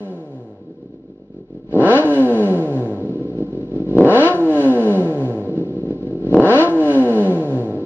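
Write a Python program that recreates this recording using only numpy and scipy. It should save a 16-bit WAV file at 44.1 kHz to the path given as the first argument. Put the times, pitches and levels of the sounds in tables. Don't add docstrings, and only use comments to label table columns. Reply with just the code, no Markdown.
import sys
import numpy as np
from scipy import signal
from scipy.fft import rfft, irfft, next_fast_len
from scipy.io import wavfile
from scipy.ndimage import uniform_filter1d

SR = 44100
rng = np.random.default_rng(int(sys.argv[2]) if len(sys.argv) > 2 else 0)


def digitize_waveform(pressure):
    field = np.atleast_2d(pressure).T
    bounded = np.clip(field, -1, 1)
    quanta = np.round(bounded * 32767).astype(np.int16)
    wavfile.write(sys.argv[1], SR, quanta)


N = 346185

# (time [s], relative level [dB])
STRONG_FIRINGS = [(0.709, -11.5), (0.83, -11.5), (0.86, -13.0), (0.943, -11.5), (1.102, -13.5),
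                  (1.346, -12.0), (1.368, -11.5), (1.389, -11.5), (1.507, -12.5), (1.529, -12.0),
                  (1.551, -10.0), (1.574, -10.0), (1.646, -14.5), (1.693, -14.5), (1.713, -11.5),
                  (1.729, -6.0), (1.776, -0.5), (1.795, 0.0), (3.038, -13.5), (3.052, -13.5),
                  (3.072, -13.5), (3.095, -12.0), (3.111, -15.0), (3.198, -14.5), (3.388, -11.5),
                  (3.407, -14.0), (3.426, -13.0), (3.531, -15.0), (3.552, -15.0), (3.576, -14.5),
                  (3.612, -15.0), (3.632, -14.5), (3.72, -14.5), (3.742, -14.5), (3.764, -10.5),
                  (3.804, -11.5), (3.892, -10.5), (3.914, -10.5), (3.935, -9.5), (3.954, -3.5), (3.97, 2.0),
                  (3.985, 5.5), (4.009, 6.0), (4.049, 3.5), (5.478, -13.0), (5.495, -11.0), (5.543, -13.0),
                  (5.579, -7.0), (5.614, -11.5), (5.694, -14.5), (5.769, -13.5), (5.872, -14.5),
                  (5.89, -14.0), (5.909, -10.5), (6.031, -13.5), (6.072, -13.5), (6.112, -15.0),
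                  (6.133, -15.0), (6.225, -14.5), (6.249, -12.0), (6.271, -10.0), (6.293, -11.0),
                  (6.313, -7.5), (6.33, 1.0), (6.345, 5.5), (6.37, 6.0), (6.4, 6.0), (7.727, -14.5),
                  (7.775, -15.0)]
# (frequency [Hz], width [Hz], gain [dB])
SILENCER_AND_ROOM = [(117, 62, 11), (156, 5, -6.5), (164.4, 45, 4.5), (214, 43.5, 12.5), (242, 15, -4),
                     (267.7, 19, 10), (316.3, 38.4, 12), (356, 8.1, -6), (374.6, 14, 9.5),
                     (388.3, 8.6, -12), (424.6, 67, 11.5), (484, 18.3, 7.5), (554, 4.8, -8), (546, 23, 10),
                     (586.5, 50.5, 7.5), (614.4, 11, -3.5), (628, 26, 7.5), (659.6, 14, -20.5),
                     (687.7, 35, 6.5), (747.7, 105, 10.5), (796, 4.1, -11), (836, 90, 6), (863, 30, -17.5),
                     (1042, 89, 12), (1196, 112, -12.5), (1328, 53, 10.5), (1603, 37, 5)]


def from_db(db):
    return 10 ** (np.asarray(db) / 20)


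def unit_rms(x):
    return x / np.sqrt(np.mean(x ** 2) + 1e-20)


def curves(rows, start_s=0):
    times, *columns = np.transpose(rows)
    return np.array([np.interp(np.arange(N) / SR, times + start_s, column) for column in columns])


def ramp(start_s, length_s):
    return np.clip((np.arange(N) / SR - start_s) / length_s, 0, 1)


def butter(x, hz, kind, order):
    return signal.sosfilt(signal.butter(order, hz, kind, fs=SR, output="sos"), x)


def coloured(x, points):
    size = next_fast_len(N + 4096)
    hz = np.maximum(np.arange(size // 2 + 1) * SR / size, 1)
    point_hz, point_db = np.transpose(points)
    gain = from_db(np.interp(np.log(hz), np.log(point_hz), point_db))
    return irfft(rfft(x, size) * gain, size)[..., :N]


def resonant(x, resonances):
    sections = []
    for hz, width_hz, db in resonances:
        a, cos, q = from_db(db / 2), np.cos(2 * np.pi * hz / SR), np.pi * width_hz / SR
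        section = np.array([1 + q * a, -2 * cos, 1 - q * a, 1 + q / a, -2 * cos, 1 - q / a])
        sections.append(section / section[3])
    return signal.sosfilt(sections, x)


def train(at, size):
    out = np.full(N + 2, 1e-18)
    at = np.clip(at, 0, N)
    np.add.at(out, at.astype(int), size * (1 - at % 1))
    np.add.at(out, at.astype(int) + 1, size * (at % 1))
    return out[:N]


def throttle():
    # (opens [s], rate factor [1], shuts [s], fuel returns [s])
    blips = [(-.75, 1, -.45, .524), (1.7, 1, 1.98, 2.936), (3.948, 1.04, 4.275, 5.405),
             (6.308, 1.02, 6.62, 7.712)]
    # (time after opening [s], firing rate [Hz])
    climb = [(-.05, 58), (0, 46), (.04, 75), (.1, 116), (.16, 181), (.28, 300), (.6, 630)]
    # (time after fuel returns [s], firing rate [Hz])
    coast = [(-1.3, 417), (-.975, 330), (-.525, 210), (-.375, 174), (-.225, 141), (-.075, 113), (.12, 87),
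             (.3, 67), (.45, 55), (.68, 47), (1, 43)]
    # (time after opening [s], pulse level [dB], hiss level [dB])
    open_levels = [(-.04, -30, -58), (0, -23.5, -52.5), (.03, -12, -44), (.07, -8.5, -46),
                   (.13, -10, -38.5), (.165, -9.5, -33), (.21, -7.5, -28), (.245, -9, -27), (.31, -9, -25)]
    # (time after fuel returns [s], pulse level [dB], hiss level [dB])
    shut_levels = [(-1.05, -16, -45), (-.95, -15.5, -47), (-.88, -14, -42), (-.79, -14, -36),
                   (-.66, -14.5, -42), (-.48, -15.5, -41), (-.4, -17.5, -44), (-.24, -22, -51),
                   (-.17, -21, -49), (-.03, -25, -55.5), (.53, -31, -60.5)]
    # (time after fuel returns [s], gain [dB])
    buzz = [(-1, -8), (-.92, -1), (-.8, 7), (-.72, 2), (-.64, 1), (-.5, -6), (-.25, -15), (-.17, -9),
            (-.05, -16)]
    rounding_hz, dribble = 20.5, .06
    state = 0
    for opens, pull, shuts, refuels in blips:
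        rising, falling = pull * curves(climb, opens)[0], curves(coast, refuels)[0]
        rate_hz = -rounding_hz * np.logaddexp(-rising / rounding_hz, -falling / rounding_hz)
        fuel_cut = ramp(shuts + .062, .012)
        burn = 1 - (1 - dribble) * (fuel_cut - ramp(refuels - .02, .12))
        fired_db = curves(open_levels, opens) + ramp(shuts, .03) * np.array([[-4.5], [-7]])
        coasting = np.array([fuel_cut, ramp(shuts + .03, .08)])
        levels_db = (1 - coasting) * fired_db + coasting * curves(shut_levels, refuels)
        blip = np.vstack([rate_hz, burn, levels_db, curves(buzz, refuels)])
        state = state + ramp(opens - .07, .03) * (blip - state)
    return state


def surges(pulse_db):
    t = np.arange(N) / SR
    slope_db_per_s = 183.5
    swells_db = [min(db - 13, -21.5) - slope_db_per_s * abs(t - s) for s, db in STRONG_FIRINGS]
    return np.maximum(np.max(swells_db, axis=0) - pulse_db, 0)


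def crank(rate_hz):
    firings = np.cumsum(rate_hz) / SR
    at = np.array(STRONG_FIRINGS)[:, 0] * SR
    counts = np.interp(at, np.arange(N), firings)
    whole = np.cumsum(np.maximum(np.round(np.diff(counts, prepend=0)), 1))
    return firings + np.interp(np.arange(N), at, whole - counts), whole.astype(int)


def exhaust(firings, strong, rate_hz, pulse_db, burn, buzz_db):
    cylinders = [0, -.5, .3, -.3]
    count = np.arange(1, int(firings[-1]))
    at = np.interp(count, firings, np.arange(N))
    i = np.minimum(at.astype(int), N - 1)
    rate_hz, pulse_db, burn = rate_hz[i], pulse_db[i], burn[i]
    size = from_db(pulse_db + np.array(cylinders)[count % 4]) / np.sqrt(rate_hz)
    time_draw, level_draw, puff_time_draw, puff_size_draw = rng.standard_normal((len(count), 4)).T
    lope_db = 3 * unit_rms(butter(rng.standard_normal(N), 7, "low", order=2))
    load = np.clip((pulse_db + 22) / 9, 0, 1)
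    steep = load * np.clip((rate_hz - 60) / 110, 0, 1)

    slowness = np.clip(50 / rate_hz, .12, 1)
    uneven_db = .6 + 2.5 * (1 - load) * slowness
    jitter_ms = slowness * (1 - .8 * load)
    burnt = size * burn * from_db(uneven_db * level_draw + (lope_db[i] - 5.5) * (1 - load))
    burnt[strong - 1] = from_db(np.array(STRONG_FIRINGS)[:, 1] - 32)
    time_draw[strong - 1] = 0
    burnt_at = at + (jitter_ms * time_draw - 1.5 - .94 * (1 - load)) * SR / 1000

    puff_at = burnt_at + (.524 + .33 * puff_time_draw) * SR / rate_hz
    puffs = .7 * size * burn * (1 - load) * np.tanh(puff_size_draw)
    dull = train(burnt_at, burnt * (1 - load)) + train(puff_at, puffs)
    dull = butter(butter(dull, 188, "high", order=2), 410, "low", order=5)
    punch = train(burnt_at, burnt * (load - steep))
    punch = butter(butter(punch, 270, "high", order=2), 472, "low", order=4)
    sharp = train(burnt_at, burnt * steep)
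    sharp = butter(butter(sharp, 290, "high", order=2), 716, "low", order=4)
    combustion = from_db(6) * dull + from_db(4.5) * punch + from_db(-3) * sharp

    air = size * np.sqrt(1 - burn ** 2) * from_db(.55 * level_draw)
    even = train(at, air)
    odd = butter(train(at, (air + .12 * burnt * steep) * (-1) ** count), 235, "high", order=3)
    pumping = butter(butter(even, 72, "high", order=3), 447, "low", order=3)
    pumping += from_db(-8.5) * butter(odd, 509, "low", order=2)

    fronts = train(burnt_at, burnt * steep ** 2)
    buzz = from_db(buzz_db) * (odd + from_db(-6) * even)
    rasp = butter(from_db(-12) * fronts + from_db(-28) * buzz, [980, 1720], "band", order=4)
    ring = butter(from_db(-22) * fronts + from_db(-27) * buzz, [2810, 2980], "band", order=2)
    return resonant(-from_db(56) * (combustion + pumping + rasp + ring), SILENCER_AND_ROOM)


def outlet_hiss(firings, hiss_db, burn):
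    # (frequency [Hz], relative level [dB])
    mid_spectrum = [(600, -39.5), (1000, -15), (1500, -10.5), (1900, -12), (2500, -17.5), (4000, -16),
                    (6000, -25.5), (7100, -34), (7600, -42), (10000, -63), (15500, -81)]
    # (frequency [Hz], relative level [dB])
    side_spectrum = [(700, -33.5), (1200, -8), (2000, -2), (2800, -3.5), (4300, -8), (5200, -12),
                     (7100, -24), (7600, -26), (10000, -38), (15500, -60)]
    # (frequency [Hz], width [Hz], gain [dB])
    tube_modes = [(1340, 110, 5), (1590, 130, 10), (1850, 150, -4), (2330, 120, 5), (2900, 200, 15),
                  (3320, 80, 4), (3620, 200, -5), (4000, 200, 6), (4950, 300, 4)]
    correlation, ring_onset_db = .1, -48
    noise = rng.standard_normal((2, N))
    noise[1] = correlation * noise[0] + np.sqrt(1 - correlation ** 2) * noise[1]
    noise *= from_db(np.cos(2 * np.pi * firings))
    noise += from_db(23.6 * (1 - burn) - 6) * butter(rng.standard_normal((2, N)), 8560, "high", order=4)
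    broad = coloured(noise[0], mid_spectrum)
    side = unit_rms(coloured(noise[1], side_spectrum))
    ringing = np.clip(.5 + (hiss_db - ring_onset_db) / 16, .35, 1)
    mid = ringing * unit_rms(resonant(broad, tube_modes))
    mid += (1 - ringing) * from_db(-.5) * unit_rms(broad)
    return from_db(hiss_db) * np.array([mid, from_db(3.5) * side])


def frame_rumble(pulse_db):
    noise = butter(rng.standard_normal(N), [35, 190], "band", order=2)
    lumps = unit_rms(butter(rng.standard_normal(N), 13, "low", order=2))
    return from_db(pulse_db - 48 + 2 * lumps) * unit_rms(noise)


def silencer_churn(pulse_db, burn):
    noise = resonant(butter(rng.standard_normal(N), [650, 1250], "band", order=2), SILENCER_AND_ROOM)
    smooth_db = uniform_filter1d(np.minimum(pulse_db, -22), size=SR // 20)
    return from_db(smooth_db - 22.5) * burn * unit_rms(noise)


def floor_echo(pulses, burn, delay_s=.0063):
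    return from_db(-13) * burn * np.pad(pulses, (int(delay_s * SR), 0))[:N]


def workshop(x, t60_s=.55):
    size = next_fast_len(N + SR)
    phase_per_s = -2j * np.pi * np.arange(size // 2 + 1) * SR / size
    capsules = []
    for lags_s in np.geomspace(.0083, .045, 20).reshape(10, 2).T:
        loops = [from_db(-60 * lag / t60_s) * np.exp(phase_per_s * lag) for lag in lags_s]
        response = sum((-1) ** k * loop / (1 - loop) for k, loop in enumerate(loops))
        capsules.append(irfft(rfft(x, size) * response, size)[:N])
    return butter(np.array(capsules), 133, "high", order=2) / np.sqrt(10)


def idle_hum(firings, rate_hz, pulse_db):
    swell_db = uniform_filter1d(np.minimum(pulse_db, -22), size=SR // 12) + 29
    near_idle = np.clip((85 - rate_hz) / 25, 0, 1)
    return from_db(1.6 * swell_db - 41) * near_idle * np.sin(2 * np.pi * firings)


def scene():
    # (frequency [Hz], width [Hz], gain [dB])
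    reflections = [(1050, 120, 17.5), (1480, 100, -7), (1850, 150, 3), (2050, 120, -8.5), (2450, 150, 3.5),
                   (3000, 400, -1), (3900, 120, 7), (4500, 200, 11.5), (4800, 200, -14), (5300, 300, -1.5),
                   (6400, 300, 4.5), (7500, 900, -10)]
    # (frequency [Hz], gain [dB])
    crosstalk = [(30, -4), (60, -48), (250, -63.5), (370, -49.5), (530, -29.5), (750, -17.5), (1080, -6.5),
                 (1560, -4.5), (2200, -2.5), (4000, -23)]
    rate_hz, burn, pulse_db, hiss_db, buzz_db = throttle()
    surge_db = surges(pulse_db)
    pulse_db, hiss_db = pulse_db + surge_db, hiss_db + .9 * surge_db
    firings, strong = crank(rate_hz)
    pulses = exhaust(firings, strong, rate_hz, pulse_db, burn, buzz_db)
    pulses += floor_echo(pulses, burn)
    room_mid, room_side = from_db(-9.5) * workshop(pulses)
    hiss_mid, hiss_side = outlet_hiss(firings, hiss_db, burn)
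    mid = pulses + hiss_mid + frame_rumble(pulse_db) + silencer_churn(pulse_db, burn)
    mid += room_mid + idle_hum(firings, rate_hz, pulse_db)
    side = resonant(hiss_side, reflections) + coloured(mid + from_db(-1.5) * room_side, crosstalk)
    return np.array([mid + side, mid - side])


def record(dry, cutoff_hz=15700):
    # (time [s], gain [dB])
    input_gain = [(0, -17), (1.25, -16), (1.65, -15.5), (1.8, -2.5)]
    clipped = np.clip(from_db(curves(input_gain)[0]) * dry, -1, 1)
    return signal.sosfilt(signal.cheby2(12, 70, cutoff_hz, fs=SR, output="sos"), clipped)


dry = scene()
out = record(dry)
digitize_waveform(out)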